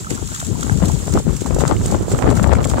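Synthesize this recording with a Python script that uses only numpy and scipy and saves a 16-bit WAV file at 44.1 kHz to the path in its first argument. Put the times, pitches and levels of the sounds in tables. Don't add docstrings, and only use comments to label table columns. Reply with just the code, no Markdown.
import sys
import numpy as np
from scipy import signal
from scipy.io import wavfile
from scipy.ndimage import uniform_filter1d

SR = 44100
rng = np.random.default_rng(int(sys.argv[2]) if len(sys.argv) > 2 else 0)


def wav_out(sig):
    wavfile.write(sys.argv[1], SR, np.round(np.clip(np.atleast_2d(sig).T, -1, 1) * 32767).astype(np.int16))


N = 123479

# time_s, level_db, left_minus_right_db
FALLING_SPRAY = [(0.0, -32.5, 2), (0.09, -37, -1), (0.1, -29, -5), (0.2, -35, 1), (0.36, -30, 2),
                 (0.56, -35, 1.0), (0.62, -31, -0.5), (0.82, -34, 0), (0.85, -31, 2), (1.1, -33.5, -1.5),
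                 (1.12, -32, 3), (1.27, -38.5, -2.5), (1.35, -33.5, -3.5), (1.58, -37.5, -5),
                 (1.61, -32.5, -17), (1.65, -37, 0), (1.68, -32.5, -14), (1.71, -35.5, -3.5),
                 (1.83, -35.5, -1), (1.85, -29, -1), (2.06, -39.5, -2), (2.1, -32.5, -1), (2.27, -39, -2.5),
                 (2.38, -35.5, 1), (2.6, -43, -5), (2.65, -31.5, 1), (2.66, -40.5, -4.0), (2.7, -29.5, 4),
                 (2.75, -38.5, -5), (2.8, -35, 2)]
# start_s, peak_db, left_minus_right_db, t60_s, rise_s
PAW_SLAPS = [(0.102, -17, 3, 0.023, 0.0043), (0.1234, -26, 4, 0.042, 0.0027),
             (0.147, -21, 2, 0.047, 0.0023), (0.2733, -19, 1, 0.016, 0.0024),
             (0.2937, -37, 0, 0.05, 0.0026), (0.3446, -17, -1, 0.041, 0.003), (0.36, -27, 7, 0.04, 0.003),
             (0.395, -16, 3, 0.074, 0.0035), (0.4464, -22.5, -6, 0.059, 0.0023),
             (0.4657, -24, 12, 0.037, 0.002), (0.607, -21, -1, 0.05, 0.0022), (0.63, -17, 2, 0.028, 0.0017),
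             (0.721, -20.5, 3, 0.029, 0.0018), (0.7697, -27, 3.0, 0.067, 0.0058),
             (0.844, -25, -11, 0.05, 0.0028), (0.853, -17.5, 1, 0.05, 0.0024),
             (0.8813, -18, -4, 0.061, 0.0026), (0.9148, -20, -3, 0.049, 0.0021),
             (0.989, -25, 2, 0.043, 0.0026), (1.07, -23, -6, 0.047, 0.0032),
             (1.122, -23, -10, 0.039, 0.0027), (1.1363, -13, -3, 0.02, 0.0024),
             (1.186, -21, -6, 0.074, 0.0027), (1.3628, -22, -3, 0.039, 0.0033),
             (1.4058, -20.5, -1, 0.1, 0.0041), (1.459, -24, -1, 0.2, 0.003),
             (1.543, -21.5, -6, 0.02, 0.0048), (1.586, -22, 4, 0.044, 0.003),
             (1.596, -27, -11, 0.059, 0.0037), (1.606, -22, 15, 0.043, 0.0016),
             (1.676, -14.5, 0, 0.031, 0.0033), (1.8582, -14.5, 0, 0.016, 0.0026),
             (1.91, -21, -3, 0.085, 0.0041), (2.023, -27, 1, 0.054, 0.002), (2.0832, -38, -4, 0.045, 0.003),
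             (2.104, -24, -2, 0.056, 0.0032), (2.114, -19, 1, 0.078, 0.0037),
             (2.178, -24, -3.0, 0.14, 0.0034), (2.301, -20, -1, 0.071, 0.0024),
             (2.3515, -26, -11, 0.05, 0.0032), (2.365, -20, -4, 0.13, 0.0023),
             (2.4264, -18.5, -5, 0.063, 0.0042), (2.473, -25, -4, 0.025, 0.0015),
             (2.531, -20, -6, 0.039, 0.001), (2.549, -25.5, -2, 0.09, 0.002),
             (2.629, -24.5, 7, 0.027, 0.0025), (2.642, -20, -4, 0.067, 0.003),
             (2.65, -14.5, -5, 0.015, 0.0017), (2.67, -24, -4.0, 0.037, 0.0027),
             (2.6973, -16, -9.5, 0.033, 0.0014), (2.711, -27, -6, 0.05, 0.0023),
             (2.7894, -26.5, -10, 0.042, 0.0026)]


def from_db(db):
    return 10 ** (np.asarray(db) / 20)


def unit_rms(x):
    return x / np.sqrt(np.mean(x ** 2, axis=-1, keepdims=True) + 1e-20)


def pan_gains(pan_db):
    return from_db(np.array([pan_db / 2, -pan_db / 2]))


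def in_time(rows):
    times_s, *columns = np.transpose(rows)
    return [np.interp(np.arange(N) / SR, times_s, column) for column in columns]


def level_at(spectrum, hz):
    points_hz, levels_db = np.transpose(spectrum)
    return np.interp(np.log(hz), np.log(points_hz), levels_db)


def butterworth(x, edges_hz, kind, order=2):
    return signal.sosfilt(signal.butter(order, edges_hz, kind, fs=SR, output="sos"), x)


def drift(corner_hz):
    step = 20
    pole = np.exp(-2 * np.pi * corner_hz * step / SR)
    slow = signal.lfilter([1], [1, -2 * pole, pole ** 2], rng.standard_normal(N // step + 1002))[1000:]
    return np.interp(np.arange(N) / step, np.arange(len(slow)), unit_rms(slow))


def resonate(x, hz, width_hz):
    radius = np.exp(-np.pi * width_hz / SR)
    gain = (1 - radius ** 2) / 2
    feedback = [1, -2 * radius * np.cos(2 * np.pi * hz / SR), radius ** 2]
    return signal.lfilter([gain, 0, -gain], feedback, x + 1e-18)


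def port_resonance(x):
    return x + from_db(18) * resonate(x, hz=7390, width_hz=1050)


def to_stereo(x):
    # time_s, lag_s
    left_lag = [(0, .0003), (1.0, .0003), (1.3, .00003), (2.8, .00003)]
    lag_samples = np.round(in_time(left_lag)[0] * SR).astype(int)
    return np.array([x[np.maximum(np.arange(N) - lag_samples, 0)], x])


def hiss():
    return from_db(-52) * butterworth(rng.standard_normal((2, N)), 9500, "high")


def turbulence(spectrum, lump_db, eddy_hz, evening, span_s):
    edges_hz = np.geomspace(spectrum[0][0], spectrum[-1][0], num=9)
    white = rng.standard_normal((2, N))
    common_db = lump_db * drift(eddy_hz)
    pressure = np.zeros(N)
    for k, depth in enumerate(np.linspace(0.52, 1, 8)):
        low, high = edges_hz[k:k + 2]
        band = butterworth(white[k % 2], [low, high], "band")
        swell_db = depth * common_db + 4.5 * drift(eddy_hz)
        pressure += band * from_db(level_at(spectrum, np.sqrt(low * high)) + swell_db)
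    pressure = unit_rms(pressure)
    span = int(span_s * SR)
    running_power = uniform_filter1d(uniform_filter1d(pressure ** 2, span), span) + 1e-9
    return unit_rms(pressure / running_power ** (evening / 2))


def buffeting(gusts):
    # frequency_hz, relative_density_db
    rumble_spectrum = [(30, -56), (45, 3.5), (70, -0.5), (110, -1), (170, -4), (260, -11.5), (400, -18)]
    flutter_spectrum = [(150, -7), (250, -2), (400, -3.5), (700, -9.5), (1200, -15), (2000, -32),
                        (3500, -36.5), (5000, -42)]
    rumble = turbulence(rumble_spectrum, lump_db=2.2, eddy_hz=36, evening=0.7, span_s=0.025)
    flutter = turbulence(flutter_spectrum, lump_db=6, eddy_hz=75, evening=0.55, span_s=0.03)
    rumble_db, flutter_db = in_time(gusts)
    return from_db(rumble_db + 2.5) * rumble + from_db(flutter_db - 3.5) * flutter


def eddy_snaps(eddies, trim_db=-4):
    half = 1200
    out, t = np.zeros(N + SR), np.arange(-half, half) / SR
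    for (peak_s, db, hz, width_cycles), phase in zip(eddies, rng.random(len(eddies))):
        swing = np.cos(2 * np.pi * (hz * t + phase)) * np.exp(-np.abs(hz * t / width_cycles))
        centre = int(peak_s * SR)
        out[centre - half:centre + half] += from_db(db + trim_db) * swing
    return out[:N]


def wind():
    # time_s, rumble_db, flutter_db
    gusts_left = [(0.0, -24, -41), (0.08, -42, -36), (0.115, -14.5, -21), (0.15, -23.5, -40),
                  (0.2, -32, -27), (0.229, -17, -36), (0.269, -28, -61), (0.324, -25, -23.5),
                  (0.369, -37.5, -80), (0.514, -14.5, -47), (0.579, -24.5, -31), (0.634, -20, -25.5),
                  (0.725, -15, -24), (0.76, -15, -37), (0.788, -16.5, -30.5), (0.828, -11, -16.5),
                  (0.968, -17.5, -31), (1.058, -26.5, -41), (1.083, -19, -18.5), (1.117, -14.5, -39),
                  (1.157, -12.5, -18), (1.197, -17.5, -19), (1.232, -30, -52), (1.262, -18.5, -29),
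                  (1.287, -8.5, -18), (1.382, -26.5, -38), (1.417, -19, -63), (1.447, -23.5, -26.5),
                  (1.53, -10.5, -17.5), (1.58, -14.5, -27.5), (1.631, -15, -11.5), (1.666, -19, -19.5),
                  (1.721, -18, -8), (1.761, -25, -31), (1.816, -21.5, -25), (1.851, -21, -38),
                  (1.951, -11.5, -11), (2.0, -27.5, -34), (2.03, -20, -26), (2.07, -33, -44),
                  (2.135, -11.5, -24), (2.21, -31, -35), (2.24, -10, -29), (2.29, -11, -1),
                  (2.345, -14, -21), (2.524, -9.5, -10), (2.619, -16, -21), (2.68, -15.5, -21),
                  (2.735, -18, -24), (2.799, -19, -12.5)]
    gusts_right = [(0.0, -30, -44), (0.165, -36, -33.5), (0.2, -33, -38), (0.274, -43, -58),
                   (0.314, -37.5, -54), (0.424, -30.5, -54), (0.469, -43, -45), (0.539, -35.5, -34),
                   (0.773, -43, -37), (0.838, -20, -33), (0.893, -30, -37), (0.973, -45, -37),
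                   (1.008, -37, -24), (1.117, -36, -37), (1.162, -12, -14), (1.217, -35, -41),
                   (1.247, -25, -60), (1.332, -56, -67), (1.432, -45, -29.5), (1.507, -58, -30.5),
                   (1.541, -20, -24), (1.626, -32.5, -29.5), (1.771, -13, -31), (1.941, -25.5, -22),
                   (2.015, -18, -27.5), (2.055, -25.5, -26), (2.125, -17, -18.5), (2.18, -34, -16.5),
                   (2.235, -19.5, -10.5), (2.365, -34, -26.5), (2.415, -23, -20), (2.479, -39, -28),
                   (2.599, -21, -19.5), (2.704, -34, -34), (2.744, -22.5, -21.5), (2.799, -32, -18.5)]
    # peak_s, peak_db, pitch_hz, width_cycles
    eddies_left = [(0.116, -4, 310, 0.66), (0.2248, -12.5, 700, 0.38), (0.228, -8.5, 353, 0.97),
                   (0.328, -14, 450, 0.21), (0.428, -11, 400, 0.17), (0.7255, 2, 109, 0.85),
                   (0.947, 0.5, 134, 0.88), (0.821, -0.5, 507, 0.22), (1.0813, -1, 486, 0.2),
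                   (1.1543, 0.5, 660, 0.54), (1.1659, -3, 646, 0.44), (1.2693, 0, 360, 0.25),
                   (1.4203, 1.5, 314, 0.35), (1.5658, 2, 460, 0.4), (1.5865, 3.5, 468, 0.35),
                   (1.6377, 10, 440, 0.35), (1.6528, 6, 910, 0.26), (1.7005, 2, 476, 0.4),
                   (1.7126, 4, 630, 0.4), (1.7127, -3, 2810, 0.32), (1.7215, 5, 315, 0.46),
                   (1.9246, 5, 617, 0.38), (1.9513, 1, 384, 0.21), (2.0268, -5, 400, 0.41),
                   (2.1568, -9, 490.0, 0.57), (2.2437, 9, 437, 0.14), (2.28, -6, 1100, 0.24),
                   (2.2924, 6, 483, 0.11), (2.317, 3, 393, 0.43), (2.3979, 6, 760, 0.18),
                   (2.4429, 14, 715, 0.11), (2.509, -8, 1800, 0.36), (2.519, 2, 1510, 0.24),
                   (2.524, 1, 1800, 0.3), (2.5282, 9.5, 610, 0.25), (2.6555, -0.5, 537, 0.4),
                   (2.735, -2, 54.7, 1.2), (2.7437, 4, 540.0, 0.19), (2.7932, -9, 493, 0.23)]
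    eddies_right = [(1.0998, -11, 457, 0.45), (1.1616, 1, 455, 0.32), (1.5628, -2.5, 500.0, 0.18),
                    (1.8579, -3, 443, 0.42), (2.01, 0, 360, 0.38), (2.0828, 1.5, 437, 0.35),
                    (2.1185, 2.5, 557, 0.18), (2.1896, 3, 1020, 0.23), (2.2245, 6, 970, 0.15),
                    (2.2396, -1, 516, 0.35), (2.3268, -6, 520.0, 0.13), (2.5083, -11, 710.0, 0.5),
                    (2.568, -9, 420, 1), (2.591, -3, 610, 0.55), (2.5963, -3, 670, 0.3),
                    (2.6127, 2.5, 653, 0.17), (2.7372, 2.5, 770, 0.3), (2.7839, 4.5, 710, 0.29)]
    return np.array([buffeting(gusts_left) + eddy_snaps(eddies_left),
                     buffeting(gusts_right) + eddy_snaps(eddies_right)])


def small_bubbles(per_s=250, q=18, against_spray_db=-17):
    sizes = from_db(3 * np.minimum(rng.exponential(1, N), 3))
    kicks = sizes * (rng.random(N) < per_s / SR)
    pitch_index = rng.integers(0, 16, N)
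    rings = sum(resonate(kicks * (pitch_index == k), hz, hz / q) / hz
                for k, hz in enumerate(np.geomspace(800, 3600, num=16)))
    return from_db(in_time(FALLING_SPRAY)[0] + against_spray_db) * unit_rms(rings)


def plops(pitch_rise=0.17):
    # start_s, peak_db, pitch_hz, t60_cycles
    bubbles = [(0.012, -31.5, 980, 28), (0.046, -19, 1470, 25), (.068, -21, 1270, 55),
               (.106, -12, 1890, 13), (0.175, -23, 1370, 57), (0.23, -23, 1370, 17), (.289, -24, 1310, 24),
               (0.317, -25, 1460, 30), (0.341, -23, 1400, 37), (0.361, -20.5, 1250, 25),
               (0.415, -11.5, 1400, 12), (.426, -20.5, 655, 18), (0.555, -23.5, 950, 31),
               (.628, -21, 3400, 27), (0.629, -11, 1340, 23), (0.631, -32, 1710, 18),
               (.695, -9.5, 800, 9.4), (.696, -6, 1540, 21), (0.898, -7.5, 860, 9.3), (1.46, -4, 915, 5.2),
               (0.855, -28, 1460, 13), (1.7645, -26, 2090, 22), (1.766, -25, 2880, 37),
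               (2.395, -12.5, 1380, 15), (2.552, -14, 1310, 10), (2.553, -18, 2130, 23),
               (2.642, -17.5, 3200, 22), (2.643, -21.5, 2170, 30)]
    out, t = np.zeros(N), np.arange(SR // 20) / SR
    for start_s, db, hz, t60_cycles in bubbles:
        start, cycles = int(start_s * SR), hz * t
        tone = np.sin(2 * np.pi * cycles * (1 + pitch_rise * cycles / t60_cycles / 2))
        envelope = np.minimum(cycles, 1) * from_db(db - 60 * cycles / t60_cycles)
        out[start:start + len(t)] += envelope * tone
    return out


def drops(per_s=5200, spread_db=2.5, clump_db=1.5, mist_share=0.29, q=3.8):
    # frequency_hz, relative_density_db
    water_spectrum = [(500, -28), (900, -2), (1500, 0.5), (2200, -7), (3300, -2), (4800, -6.5),
                      (7000, -7.5), (10000, -12.5), (13000, -12), (16000, -13)]
    sizes = from_db(spread_db * np.minimum(rng.exponential(1, N), 5)) * rng.choice([-1, 1], N)
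    impacts = unit_rms(sizes * (rng.random(N) < per_s * from_db(clump_db * drift(30)) / SR))
    pitch_index = rng.integers(0, 24, N)
    hits = np.sqrt(1 - mist_share) * impacts + np.sqrt(mist_share) * rng.standard_normal(N)
    out = np.zeros(N)
    for k, hz in enumerate(np.geomspace(500, 16000, num=24)):
        ring = resonate(hits * (pitch_index == k), hz, hz / q)
        out += from_db(level_at(water_spectrum, hz)) * resonate(ring, hz, hz / q)
    return out


def slap_clicks(trim_db=-0.5):
    clicks = np.zeros((2, N))
    signs = rng.choice([-1, 1], len(PAW_SLAPS))
    for (start_s, db, pan_db, _, rise_s), sign in zip(PAW_SLAPS, signs):
        clicks[:, int((start_s + rise_s / 2) * SR)] += sign * from_db(db + trim_db) * pan_gains(pan_db)
    clicks[0] = to_stereo(clicks[0])[0]
    return port_resonance(butterworth(clicks + 1e-18, [3070, 10900], "band"))


def splashes(spray_trim_db=-1, slap_trim_db=-6, common_share=0.26):
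    spray_db, spray_pan_db = in_time(FALLING_SPRAY)
    power = (from_db(spray_db + spray_trim_db) * pan_gains(spray_pan_db)) ** 2
    t = np.arange(SR // 4) / SR
    for start_s, db, pan_db, t60_s, rise_s in PAW_SLAPS:
        start = int(start_s * SR)
        decay_db = 60 * np.maximum(t - rise_s, 0) / t60_s
        burst = np.minimum(t / rise_s, 1) * from_db(db + slap_trim_db - decay_db)
        power[:, start:start + len(t)] += np.outer(pan_gains(pan_db), burst)[:, :N - start] ** 2
    common = np.sqrt(common_share) * to_stereo(drops())
    separate = np.sqrt(1 - common_share) * np.array([drops(), drops()])
    return np.sqrt(power) * unit_rms(port_resonance(common + separate))


def scene():
    return wind() + hiss() + splashes() + slap_clicks() + to_stereo(plops() + small_bubbles())


def record(dry):
    ceiling, low_cut_hz, stopband_hz = 0.93, 54, 16250
    drive = butterworth(dry, low_cut_hz, "high", order=4) / ceiling
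    rounded = ceiling * drive / (1 + drive ** 6) ** (1 / 6)
    return signal.sosfilt(signal.cheby2(24, 80, stopband_hz, fs=SR, output="sos"), rounded)


dry = scene()
out = record(dry)
wav_out(out)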